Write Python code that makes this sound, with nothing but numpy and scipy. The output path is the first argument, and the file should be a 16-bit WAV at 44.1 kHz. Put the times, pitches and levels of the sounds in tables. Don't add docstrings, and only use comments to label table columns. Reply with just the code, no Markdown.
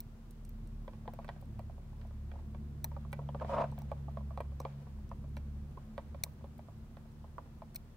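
import sys
import numpy as np
from scipy import signal
from scipy.fft import rfft, irfft, next_fast_len
from scipy.io import wavfile
from scipy.ndimage import map_coordinates

SR = 44100
rng = np.random.default_rng(int(sys.argv[2]) if len(sys.argv) > 2 else 0)


def volts_from_db(level):
    exponent = np.asarray(level, float) / 20
    return 10 ** exponent


def int16_out(signal):
    q = np.round(np.clip(np.atleast_2d(signal).T, -1, 1) * 32767)
    wavfile.write(sys.argv[1], SR, q.astype(np.int16))


N = 351036

# freq_hz, relative_db_per_hz
HISS_SPECTRUM = [(180, -27), (300, -2.5), (584, -6), (689, -5.5), (762, -7.5), (1010, -8), (2140, -17),
                 (10900, -28), (15000, -27), (16000, -28)]
# freq_hz, relative_db_per_hz
RUMBLE_SPECTRUM = [(12, -43), (20, -12), (60, -2), (134, -2), (173, -12), (214, -4.5), (235, -6),
                   (280, -19), (372, -17.5), (414, -26.5), (500, -25.5), (650, -60), (1100, -120)]
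# freq_hz, correlation (-1..1)
STEREO_LIKENESS = [(60, 0.84), (180, 0.95), (550, 0.69), (1650, 0.065), (4970, -0.16), (15000, -0.052)]
# time_s, shaft_hz, shaft_tone_db, firing_tone_db, firing_octave_db
ENGINE_COURSE = [(0, 37.32, -52, -62.5, -64.5), (.82, 37, -46, -57, -61), (1.1, 36.74, -50.5, -56.5, -57.5),
                 (1.57, 36.14, -53.5, -50, -58), (2.3, 35.98, -49, -46, -59),
                 (2.8, 36.17, -57.5, -48, -51.5), (3.65, 35.43, -56, -48, -44),
                 (4.5, 34.53, -59.5, -43.5, -49.5), (4.8, 35.03, -65, -56, -44),
                 (4.95, 35.14, -54, -48.5, -60.5), (5.32, 35.5, -53.5, -47, -51),
                 (5.68, 36.2, -56.5, -43.5, -53), (5.9, 36.24, -55.5, -57.5, -59), (6.2, 37, -61, -49, -63),
                 (6.45, 37.1, -66, -50, -56), (6.66, 37.1, -65, -61, -63),
                 (6.83, 36.97, -58.5, -54.5, -57.5), (7.96, 38, -59, -62, -62.5)]
SHAFT_ORDERS = (1, 2, 3, 4, 6)
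ORDER_WAVER_DB = (2.2, 1.5, 4.5, 1.5, 2.5)
# time_s, level_db
RUSTLE_LEVEL = [(0.8, -78), (1.23, -66.5), (1.61, -78), (1.9, -81), (2.05, -70), (2.2, -85), (2.36, -67.5),
                (2.71, -94), (2.93, -72), (3.39, -68), (3.51, -51.5), (3.73, -64), (4.39, -75), (4.75, -64),
                (5.06, -79), (6.2, -70.5), (7.3, -94), (7.47, -71), (7.6, -86)]
# freq_hz, relative_db_per_hz
RUB_SPECTRUM = [(300, -14), (500, 4), (1200, -7), (3000, -15.5), (7000, -26.5), (15000, -40)]
# time_s, body_level_db
SCRAPE_LEVEL = [(3.41, -47), (3.452, -55), (3.47, -66), (3.516, -41), (3.622, -32.5), (3.678, -63),
                (3.71, -71)]
# freq_hz, relative_db_per_hz
GRIT_SPECTRUM = [(150, -36), (250, 1.5), (347, -11), (420, -39), (516, 10.5), (768, 2.5), (945, 8),
                 (1900, -18.5), (2490, -17.5), (3200, -26), (15500, -60)]
# freq_hz, relative_db, t60_s, left_lead_rad, left_minus_right_db
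CLAMP_MODES = [(514, -1, 0.015, -0.42, 8), (564, 2.5, 0.029, 0.34, -2), (678.5, 3.5, 0.02, 0.33, 0.5),
               (840, -6, 0.036, 0.68, 0.5), (926, 2, 0.016, -0.32, -0.5), (1001, -2.5, 0.017, 0.24, -1.5),
               (1115, -11, 0.024, 0.96, -13), (1248, -17.5, 0.03, -1.3, 1.5), (1560, 16.5, 0.011, -1, -8.5),
               (1900, 7, 0.019, 1, -6), (2333, 10, 0.016, -1.2, 1), (2630, -5.5, 0.015, -2.7, -22),
               (3256, 13, 0.0046, 1, -3.5), (4160, 19, 0.0017, 1, -3)]
# start_s, lower_modes_peak_db, upper_re_lower_db
PUSHES = [(0.879, -38, -14.5), (0.934, -52.5, -8), (1.055, -50, -20), (1.078, -34, -11), (1.135, -45, -12),
          (1.189, -35, -20), (1.245, -46.5, -1.5), (1.28, -48, -3), (1.29, -32.5, -6), (1.362, -52.5, -11),
          (1.425, -48, -18), (1.593, -40, -13.5), (1.697, -46.5, -27), (1.78, -48.5, -25),
          (1.928, -54.5, -22), (2.014, -56.5, 0.5), (2.05, -51, -21), (2.108, -51, -13),
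          (2.316, -49.5, 0.5), (2.338, -47.5, -17), (2.355, -49, -24), (2.39, -51, -18), (2.547, -44, -12),
          (2.844, -39.5, -9.5), (2.916, -46.5, -11), (2.965, -41, -20), (3.05, -47.5, -25),
          (3.129, -38, 0.5), (3.191, -38, -21), (3.216, -50, -17), (3.289, -36, -13), (3.347, -34.5, -17.5),
          (3.399, -47, -1.5), (3.415, -42.5, -25), (3.447, -34.5, -12.5), (3.495, -29.5, -31),
          (3.722, -45, -27), (3.779, -44, -11), (3.818, -48, -22), (3.916, -30.5, -17), (4.082, -40.5, -39),
          (4.172, -33, -21), (4.206, -45.5, -28), (4.306, -45, -18), (4.375, -30.5, -16),
          (4.404, -29.5, -13), (4.602, -33, -30), (4.651, -30, -13.5), (4.869, -48, -31), (5.115, -37, -21),
          (5.241, -51.5, -15), (5.369, -42, -2), (5.773, -42.5, -18), (5.979, -32.5, -10.5),
          (6.146, -41, -14), (6.237, -45.5, -2.5), (6.263, -48, -29), (6.442, -40.5, -19),
          (6.592, -43, -13), (6.685, -45, -34), (6.969, -46, -9), (7.242, -49, -18), (7.382, -34.5, -24),
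          (7.458, -52.5, -28), (7.62, -39, -18), (7.751, -56.5, -2.5)]
# freq_hz, relative_db, t60_s, left_lead_rad, left_minus_right_db
STEEL_MODES = [(2300, -6, .012, 1, -1), (3850, -7, .009, .8, 6), (4190, -4, .014, .4, 1),
               (4800, -7, .007, 0, 0), (5500, -3, .008, .2, 2), (5900, 0, .012, 0, 0),
               (7000, -12, .006, .3, 0), (7900, -6, .01, 1.2, -2), (8450, -1, .01, 1.3, -3),
               (8800, -3, .012, 1.6, -3), (10400, -6, .007, 2.7, -4), (11550, 0, .014, 3.7, 0),
               (13600, -10, .008, 2.4, 2), (14300, -5, .012, 2.6, 3), (14850, -3, .01, 2.6, 1),
               (15400, 1, .01, 2.8, -1)]
# start_s, middle_modes_peak_db, lower_re_middle_db, highest_re_middle_db
TOUCHES = [(0.0034, -51.5, 6, 9), (0.3085, -55.5, -11, -9), (0.4499, -56.5, -5.5, -13), (0.492, -66, 3, 10),
           (0.673, -61, -5, -13), (1.1362, -63, 1, 4), (1.2456, -64, -11, -9), (1.2896, -67, -8, -11),
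           (1.413, -65, -3, 6), (1.592, -65, -6, -1), (2.8435, -40, 6, 6), (3.12, -62, -8, -5),
           (3.1289, -50, -15, -6), (3.715, -65, 1, -9), (3.788, -60.5, -1, 11), (3.8187, -64, 7, 6),
           (3.916, -65, -5, -6), (4.374, -66, 6, -8), (4.4061, -57.5, -2, -11), (4.6002, -59, 9, 6),
           (4.6029, -53, 3, -6), (4.615, -67, 9, -3), (5.0918, -69, 10, -4), (5.3664, -61, 7.5, -10),
           (5.3765, -67, 7, 0), (5.9793, -67, 2, -3), (6.2364, -31, 4, -1), (6.2454, -58, -21, -3),
           (6.58, -66, -10.5, 1), (7.7462, -56, -1, 1), (7.754, -63, 9, 0), (7.7585, -46.5, -5, 5),
           (7.761, -52.5, 14, 3)]
# freq_hz, t60_s
ROOM_DECAY = [(300, 0.11), (2000, 0.32), (15000, 0.42)]

CLAMP_SPLIT_HZ = 1500
SILENT_DB = -120


def unit(x):
    return x / np.sqrt(np.mean(x ** 2) + 1e-20)


def along(points, hz):
    f, v = np.transpose(points)
    return np.interp(np.log(hz + 1), np.log(f + 1), v)


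def curves(rows, outside=None):
    time_s, *columns = np.transpose(rows)
    t = np.arange(N) / SR
    return [np.interp(t, time_s, column, outside, outside) for column in columns]


def swell(db):
    return db - db.mean()


def wobble(knots_per_s):
    knots = rng.standard_normal(int(N * knots_per_s / SR) + 4)
    return map_coordinates(knots, [np.arange(N) * knots_per_s / SR])


def filtered(x, response):
    m = next_fast_len(x.shape[-1] + 8192)
    spectrum = rfft(x, m) * response(np.fft.rfftfreq(m, 1 / SR))
    return irfft(spectrum, m)[..., :x.shape[-1]]


def rush(spectrum):
    def mid_side_response(hz):
        angle = np.arccos(np.clip(along(STEREO_LIKENESS, hz), -1, 1)) / 2
        return volts_from_db(along(spectrum, hz)) * [np.cos(angle), np.sin(angle)]

    mid, side = filtered(rng.standard_normal((2, N)), mid_side_response)
    return unit(np.array([mid + side, mid - side]))


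def ringing(modes, lo_hz, hi_hz):
    band = [mode for mode in modes if lo_hz <= mode[0] < hi_hz]
    hz, db, t60_s, lead_rad, pan_db = np.transpose(band)[:, :, None]
    t = np.arange(SR // 10) / SR
    port = np.array([.5, -.5])[:, None, None]
    db = db + 2.5 * rng.standard_normal(hz.shape)
    start_cycles = 0.3 * rng.standard_normal(hz.shape)
    phase = 2 * np.pi * (hz * t + start_cycles) + port * lead_rad
    decay = volts_from_db(db + port * pan_db - 60 * t / np.abs(t60_s))
    onset = 1 - np.exp(-t * hz)
    return np.sum(decay * np.sin(phase) * onset, 1)


def contact(decay_s, chatter):
    t = np.arange(SR // 40) / SR
    return (t == 0) + chatter * rng.standard_normal(len(t)) * np.exp(-t / decay_s)


def add(track, start_s, touch, ring, peak_db):
    sound = signal.fftconvolve(touch[None], ring, axes=1)
    gain = volts_from_db(peak_db) / np.abs(sound.mean(0)).max()
    part = track[:, round(start_s * SR):][:, :sound.shape[1]]
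    part += (gain * sound)[:, :part.shape[1]]


def hiss():
    return volts_from_db(-67) * rush(HISS_SPECTRUM)


def rumble():
    mean_db, firing_share = -53.5, 0.22
    firing_db = curves(ENGINE_COURSE)[2]
    level_db = mean_db + firing_share * swell(firing_db) + 1.192 * wobble(2.864)
    return volts_from_db(level_db) * rush(RUMBLE_SPECTRUM)


def engine():
    waver_per_s, tremble_db, tremble_per_s = 5, 1.14, 11
    shaft_hz, *tones_db = curves(ENGINE_COURSE)
    shaft_rad = 2 * np.pi * np.cumsum(shaft_hz) / SR

    def borrowed(mean_db, *shares):
        return mean_db + sum(share * swell(tone) for share, tone in zip(shares, tones_db))

    def order_tone(order, level_db, waver_db):
        level_db = level_db + waver_db * wobble(waver_per_s) + tremble_db * wobble(tremble_per_s)
        phase = order * shaft_rad + 0.27 * wobble(6) + 2 * np.pi * rng.random()
        return volts_from_db(level_db) * np.sin(phase)

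    shaft_db, firing_db, octave_db = tones_db
    third_db = borrowed(-63.5, 0.75, 0.3, 0.06)
    sixth_db = borrowed(-58, 0.57, -0.17, 0.68)
    levels_db = shaft_db, firing_db, third_db, octave_db, sixth_db
    drone = np.sqrt(2) * sum(map(order_tone, SHAFT_ORDERS, levels_db, ORDER_WAVER_DB))
    return drone * volts_from_db([[-.2], [.2]])


def rustle():
    level_db = curves(RUSTLE_LEVEL, outside=SILENT_DB)[0]
    return volts_from_db(level_db + 2.5 * wobble(40)) * rush(RUB_SPECTRUM)


def scrape():
    feet, grit_re_body_db = 4, 1
    level_db, = curves(SCRAPE_LEVEL, outside=SILENT_DB)
    slips = rng.standard_normal((feet, N)) * volts_from_db(3 * wobble(120))
    body = np.zeros((2, N))
    for foot in slips:
        ring = ringing(CLAMP_MODES, 0, CLAMP_SPLIT_HZ)
        body += signal.fftconvolve(foot[None], ring, axes=1)[:, :N]
    rough = slips[0] + [[.15], [-.15]] * rng.standard_normal(N)
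    grit = filtered(rough, lambda hz: volts_from_db(along(GRIT_SPECTRUM, hz)))
    return volts_from_db(level_db) * (unit(body) + volts_from_db(grit_re_body_db) * unit(grit))


def knocks():
    track = np.zeros((2, N))
    nudges = [(rng.uniform(.8, 7.9), rng.normal(-56, 1.5), -18) for _ in range(10)]
    for start_s, peak_db, upper_db in PUSHES + nudges:
        touch = contact(.0084, .05)
        add(track, start_s, touch, ringing(CLAMP_MODES, 0, CLAMP_SPLIT_HZ), peak_db)
        add(track, start_s, touch, ringing(CLAMP_MODES, CLAMP_SPLIT_HZ, SR), peak_db + upper_db)
    return track


def ticks():
    lower_hz, tip_hz = 6500, 12500
    track = np.zeros((2, N))
    snap = np.array([[1, -1, 0], [0, 1, -1]])
    grazes = [(rng.random() * N / SR, -73, *rng.normal(-7, 3.7, size=2)) for _ in range(12)]
    for start_s, peak_db, body_db, tip_db in TOUCHES + grazes:
        touch = contact(.0013, .25)
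        add(track, start_s, touch, ringing(STEEL_MODES, 0, lower_hz), peak_db + body_db)
        add(track, start_s, touch, ringing(STEEL_MODES, lower_hz, tip_hz), peak_db)
        add(track, start_s, touch, ringing(STEEL_MODES, tip_hz, SR), peak_db + tip_db)
        add(track, start_s, contact(.0052, .24), snap, peak_db)
    return track


def walls(x):
    hz, t, z = signal.stft(rng.standard_normal((2, SR // 3)), SR, nperseg=256)
    decay = volts_from_db(-60 * t / along(ROOM_DECAY, hz)[:, None])
    tail = signal.istft(z * decay, SR, nperseg=256)[1]
    delayed = np.pad(x, ((0, 0), (300, 0)))
    return signal.fftconvolve(delayed, tail / np.linalg.norm(tail[0]), axes=1)[:, :N]


def scene():
    background = hiss() + rumble() + engine()
    dull = scrape() + knocks()
    bright = ticks()
    echo = walls(volts_from_db(-17.5) * dull + volts_from_db(-33) * bright)
    return background + rustle() + echo + dull + bright


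def band_limit(x):
    return signal.sosfilt(signal.butter(12, 16730, fs=SR, output="sos"), x)


def record(dry):
    top_hz = 15900
    mix = filtered(dry, lambda hz: 1 / (1 + (hz / top_hz) ** 80))
    return band_limit(mix)


dry = scene()
out = record(dry)
int16_out(out)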